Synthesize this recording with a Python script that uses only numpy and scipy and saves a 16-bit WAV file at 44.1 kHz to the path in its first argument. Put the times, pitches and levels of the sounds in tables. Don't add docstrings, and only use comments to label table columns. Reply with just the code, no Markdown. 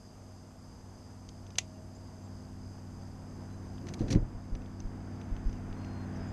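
import sys
import numpy as np
from scipy import signal
from scipy.fft import rfft, irfft, next_fast_len
from scipy.io import wavfile
from scipy.ndimage import uniform_filter1d, minimum_filter1d

SR = 44100
rng = np.random.default_rng(int(sys.argv[2]) if len(sys.argv) > 2 else 0)


def dump_mix(stems):
    frames = np.atleast_2d(stems).T
    limited = np.clip(frames, -1, 1)
    pcm = np.round(limited * 32767).astype(np.int16)
    wavfile.write(sys.argv[1], SR, pcm)


N = 278712
TIME = np.arange(N) / SR


# t/s, peak level/dB, contact time/s
HULL_BLOWS = [(4.0072, -16.5, .0021), (4.036, -22, .006), (4.082, -29, 0.0082), (4.151, -16, .003),
              (4.1574, -4, .0036), (4.19, -19.5, 0.013), (4.224, -17, 0.0086), (4.345, -26.5, .012),
              (4.515, -19.5, .022), (4.84, -22.5, 0.0216), (5.312, -19.5, .017), (5.456, -15, 0.017),
              (5.69, -28.5, .028)]
# f/Hz, level/dB, t60/s
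HULL_MODES = [(35.7, -24, 0.84), (48.3, -13, 0.26), (80, -20.5, 0.11), (121, -5.5, 0.13), (173, -5, 0.048),
              (236.5, 1, 0.058), (309, 0.5, 0.075), (475, -26, 0.039)]

def hull(flex=.13):
    out, body = np.zeros(N), ring(HULL_MODES)
    for start, db, contact in HULL_BLOWS:
        push = np.hanning(int(contact * SR))
        blow = unit_peak(signal.fftconvolve(body, push))
        blow[:len(push)] += flex * push
        add(out, start, undb(db) * unit_peak(blow))
    return out


# f/Hz, level/dB, t60/s
REEL_MODES = [(754, -15, .04), (2007, -9, .04), (2716, -2, .025), (2947, -11, .028), (3246, -14, .03),
              (3577, -7, .022), (4039, -11, .025), (4721, -14, .03), (5332, -11, .028), (5806, -10, .03),
              (6075, -6, .03), (6262, 0, .028), (7400, -18, .035)]
# t/s, level/dB, t60/s
GEAR_CHATTER = [(1.5825, -25, 0.01), (1.5853, -13, 0.018), (1.5862, -19, 0.011), (1.591, -34, 0.051),
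                (1.6, -43.5, .14)]
# f/Hz, level/dB
SNAP_SPECTRUM = [(500, -31), (780, -12), (1200, -13), (1700, -14), (2050, -1), (2600, 5.5), (3200, -3),
                 (3800, 0), (4800, -8), (6300, 1), (7500, -5), (8200, -23), (10600, -14.5), (13000, -52)]
# t/s, level/dB, tilt/(dB/octave)
REEL_TICKS = [(1.2894, -40.5, 4), (1.4662, -48, 0), (1.5046, -46.5, -1), (1.556, -41, -2),
              (3.78, -48.5, -8), (4.5512, -39.5, -6), (4.619, -49, -5), (4.66, -49, -8), (4.8026, -37, 2),
              (5.2141, -41.5, -8), (5.365, -43, -7), (5.495, -47, 2), (5.528, -45, -5), (5.7275, -45.5, -5),
              (5.846, -42.5, -3)]
# f/Hz, level/dB
TICK_SPECTRUM = [(1200, -14), (2000, -11), (2600, -1), (3800, -3.5), (5000, -11), (6250, 4), (7100, -23),
                 (10000, -35), (13000, -47)]

def reel(latch_s=1.5852, impact_db=-16, ring_db=-13, tick_boost_db=2, tick_t60_s=.018):
    out = np.zeros(N)
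    impact = unit_peak(colour(signal.unit_impulse(SR // 2), SNAP_SPECTRUM))
    body = unit_peak(ring(REEL_MODES))
    add(out, latch_s, undb(impact_db) * impact + undb(ring_db) * body)
    for start, db, t60 in GEAR_CHATTER:
        add(out, start, undb(db) * burst(t60, SNAP_SPECTRUM))
    for start, db, slope in REEL_TICKS:
        add(out, start, undb(db + tick_boost_db) * burst(tick_t60_s, tilt(TICK_SPECTRUM, slope)))
    return out


# t/s, level/dB, t60/s, tilt/(dB/octave)
TACKLE_RATTLES = [(3.869, -45, .063, -1.5), (3.8863, -38, .047, -1.5), (3.9378, -30, 0.022, 2),
                  (3.99, -50, .27, 1), (4.0807, -40, 0.064, -4), (4.104, -29, .075, 0.5),
                  (4.1255, -29.5, 0.06, 0), (4.149, -41, .09, -5.5)]
# f/Hz, level/dB
TACKLE_SPECTRUM = [(700, -8), (1400, 2), (2400, 6), (3200, 1), (4300, 5.5), (5200, 0.5), (6200, 6.5),
                   (7400, -6), (9500, -15), (11000, -14), (13500, -34)]

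def tackle(grain_db=3):
    out = np.zeros(N)
    for start, db, t60, slope in TACKLE_RATTLES:
        add(out, start, undb(db) * burst(t60, tilt(TACKLE_SPECTRUM, slope)))
    return out * undb(grain_db * walk(600))


def rod_whip(peak_s=4.1245, fast_hz=6000, slow_hz=4250, drop_s=.0015, width_hz=380):
    slowed = (1 + np.tanh((TIME - peak_s) / drop_s)) / 2
    hz = fast_hz + (slow_hz - fast_hz) * slowed
    eddies = noise([(20, 0), (width_hz, 0), (3000, -22)])
    return swell(peak_s, db=-40, rise_s=.024, fall_s=.016) * eddies * tone(hz)


# t/s, level/dB, rise/s, fall/s
WEIGHT_SHIFTS = [(3.87, -44, 0.18, .5), (4.015, -30, 0.0058, .1), (4.154, -27, 0.12, 0.1336),
                 (4.52, -44, 0.04, 0.4)]
# f/Hz, level/dB
SCRUB_SPECTRUM = [(20, -21), (50, 0), (110, 3.5), (200, 0.5), (300, 1.5), (420, -7.5), (620, -12.5),
                  (900, -25.5), (2000, -35.5)]

def seat():
    scrub = np.max([swell(*shift) for shift in WEIGHT_SHIFTS], axis=0)
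    return scrub * noise(SCRUB_SPECTRUM)


ENGINE_ORDERS = [-16, -21, -13.5, -25, 1.56, -18.5, -12.5, -7.5, -25, -5.5, -11, -14, -5, -29, -16, -17,
                 -28, -14, -28, -28.5, -27, -34, -26.5]
# f/Hz, level/dB
RUMBLE_SPECTRUM = [(18, -5), (30, -3), (55, 4), (90, 0), (160, -10.5), (240, -7), (330, -9.5), (450, -22),
                   (700, -36.5)]

def motor(cycle_hz=19.235, sag_hz_per_s=.029, start_db=-52, rise_db_per_s=2.2, rumble_db=-6):
    phase = 2 * np.pi * np.cumsum(cycle_hz - sag_hz_per_s * TIME) / SR
    hum_db = start_db + rise_db_per_s * TIME
    db_per_octave = .3 * (TIME - TIME.mean())
    strongest = 1 + np.argmax(ENGINE_ORDERS)
    hum = np.zeros(N)
    for order, db in enumerate(ENGINE_ORDERS, 1):
        gain = undb(db + db_per_octave * np.log2(order / strongest) + 1.1 * walk(6))
        phase_drift = 2 * np.pi * rng.random() + .08 * walk(5)
        hum += gain * np.sin(order * phase + phase_drift)
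    deep_db = hum_db.mean() + .8 * (hum_db - hum_db.mean()) + rumble_db
    return undb(hum_db) * unit(hum) + undb(deep_db) * noise(RUMBLE_SPECTRUM)


# f/Hz, level/dB
RUSH_SPECTRUM = [(220, -31.5), (380, -4.5), (431, -0.5), (586, -3.5), (652, 0), (1090, -6.5), (1660, -15),
                 (2460, -23), (3800, -28.5), (4940, -56), (8360, -120)]
# f/Hz, level/dB
EDGE_SPECTRUM = [(1100, -16), (1450, 1.5), (1800, -2), (2200, -7.5), (2800, -14.5)]

def motor_rush(start_db=-69.7, rise_db_per_s=3, wash_db=-61.2, edge_db=-8.3, flutter_db=.6):
    gain = np.hypot(undb(wash_db), undb(start_db + rise_db_per_s * TIME))
    rush = noise(RUSH_SPECTRUM)
    edge = undb(edge_db) * gain / gain.max() * noise(EDGE_SPECTRUM)
    return gain * undb(flutter_db * walk(13)) * (rush + edge)


# t/s, level/dB
WHINE_CRESTS = [(.3, -67.5), (1.8, -63.3)]

def whine(pitch_hz=629, fade_db_per_s=13.5, waver_hz=3.27, waver_db=2):
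    db = np.max([crest_db - fade_db_per_s * np.abs(TIME - at) for at, crest_db in WHINE_CRESTS], axis=0)
    return undb(db + waver_db * walk(8.3)) * tone(pitch_hz + waver_hz * walk(15))


# f/Hz, bandwidth/Hz, relative level/dB, wing stroke rate/Hz
INSECT_CHOIRS = [(4866, 324, -1.5, 65), (5070, 270, -5.5, 110), (6227, 320, -3.5, 180)]

def insects(level_db=-68.6, crest_s=.36, surge_hz=3.036, slowing_hz_per_s=.046, surge_db=1.65, follow=.32):
    t = TIME - crest_s
    surge = np.cos(2 * np.pi * (surge_hz - slowing_hz_per_s * t / 2) * t)
    bin_hz = np.fft.rfftfreq(N, 1 / SR)
    out = np.zeros(N)
    for k, (hz, width_hz, db, stroke_hz) in enumerate(INSECT_CHOIRS):
        stroke_phase = 2 * np.pi * np.cumsum(stroke_hz * (1 + .08 * walk(9))) / SR
        strokes = (1 + .22 * np.cos(stroke_phase)) * rng.standard_normal(N)
        resonance = 1 / (1 + 2 * ((bin_hz - hz) / width_hz) ** 2)
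        song = unit(irfft(rfft(strokes) * resonance, N))
        depth_db = surge_db * follow ** (k / 2)
        out += undb(db + depth_db * surge + .5 * walk(12)) * song
    return undb(level_db) * out


# t/s, length/s, start f/Hz, end f/Hz, level/dB, swell over the note/dB
BIRD_NOTES = [(1.74, 0.054, 2830, 2760, -77, -2), (1.944, .03, 5930, 7300, -66, 3),
              (2.225, .05, 7200, 7600, -74, 3), (3.49, .083, 4080, 4030, -77, 0),
              (5.54, .05, 3050, 2650, -71, -4), (5.732, 0.34, 4250, 4210, -69, 7),
              (6.159, 0.016, 6540, 5500, -62, 0), (6.194, .14, 5130, 4960, -66, -6),
              (6.27, .032, 6400, 7200, -68, -2)]

def birds(glide_power=2.1):
    out = np.zeros(N)
    for start, length, start_hz, end_hz, db, swell_db in BIRD_NOTES:
        progress = np.linspace(0, 1, int(length * SR))
        hz = end_hz + (start_hz - end_hz) * (1 - progress) ** glide_power
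        envelope = undb(db + swell_db * (progress - .5)) * signal.windows.tukey(len(progress), .3)
        add(out, start, envelope * tone(hz))
    return out


# f/Hz, level/dB
AIR_SPECTRUM = [(1500, -6.5), (3000, -1.5), (4000, -5.5), (5600, -2.5), (7000, 3), (8500, 0), (10000, -8.5),
                (12000, -5.5), (13700, -28)]

def air(level_db=-70.5):
    return undb(level_db) * noise(AIR_SPECTRUM)


def undb(db):
    return 10 ** (np.asarray(db) / 20)


def unit(x):
    return x / np.sqrt(np.mean(x ** 2))


def unit_peak(x):
    return x / np.abs(x).max()


def tone(hz):
    return np.sqrt(2) * np.sin(2 * np.pi * np.cumsum(hz) / SR)


def walk(rate_hz):
    hold = int(SR / rate_hz)
    steps = np.repeat(rng.standard_normal(N // hold + 1), hold)
    return 1.3 * uniform_filter1d(uniform_filter1d(steps, hold), hold)[:N]


def colour(x, spectrum):
    size = next_fast_len(len(x) + 4096, True) // 2 * 2
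    hz, db = np.transpose(spectrum)
    octave = np.log2(np.maximum(np.fft.rfftfreq(size, 1 / SR), 1))
    outside = np.maximum(np.log2(hz[0]) - octave, 0) + np.maximum(octave - np.log2(hz[-1]), 0)
    gain_db = np.interp(octave, np.log2(hz), db) - np.minimum(24 * outside, 50)
    cepstrum = irfft(np.log(undb(gain_db)))
    cepstrum[1:size // 2] *= 2
    cepstrum[size // 2 + 1:] = 0
    return irfft(rfft(x, size) * np.exp(rfft(cepstrum)))[:len(x)]


def tilt(spectrum, db_per_octave):
    return [(hz, db + db_per_octave * np.log2(hz / 4000)) for hz, db in spectrum]


def noise(spectrum):
    return unit(colour(rng.standard_normal(N), spectrum))


def fade(t60):
    return np.exp(-np.log(1000) * TIME[:SR // 2] / t60)


def ring(modes):
    return sum(undb(db) * fade(t60) * np.sin(2 * np.pi * hz * TIME[:SR // 2]) for hz, db, t60 in modes)


def burst(t60, spectrum):
    spray = colour(fade(t60) * rng.standard_normal(SR // 2), spectrum)
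    return spray / np.sqrt(np.sum(spray ** 2) / (t60 * SR / 60))


def swell(peak_s, db, rise_s, fall_s):
    t = TIME - peak_s
    return undb(db - 20 * np.maximum(-t / rise_s, t / fall_s))


def add(out, start_s, x):
    i = int(start_s * SR)
    out[i:i + len(x)] += x[:N - i]


def limiter(x, ceiling_db=-9.3, lookahead_s=.005, recovery_db_per_s=1):
    level_db = 20 * np.log10(np.abs(x).max(axis=0) + 1e-9)
    over_db = np.maximum(level_db - ceiling_db, 0)
    recovered_db = recovery_db_per_s * TIME
    gain_db = recovered_db - np.maximum.accumulate(over_db + recovered_db)
    size = int(lookahead_s * SR)
    return x * undb(uniform_filter1d(minimum_filter1d(gain_db, size), size))


def scene():
    marsh = motor() + motor_rush() + whine() + insects() + air() + birds()
    kayak = reel() + tackle() + rod_whip() + seat() + hull()
    return (kayak + marsh)[None]


def record(dry, low_cut_hz=18, top_hz=13700):
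    low_cut = signal.butter(2, low_cut_hz, "high", fs=SR, output="sos")
    high_cut = signal.ellip(8, .2, 70, top_hz, fs=SR, output="sos")
    limited = limiter(signal.sosfilt(low_cut, dry))
    return signal.sosfilt(high_cut, limited)


dry = scene()
out = record(dry)
dump_mix(out)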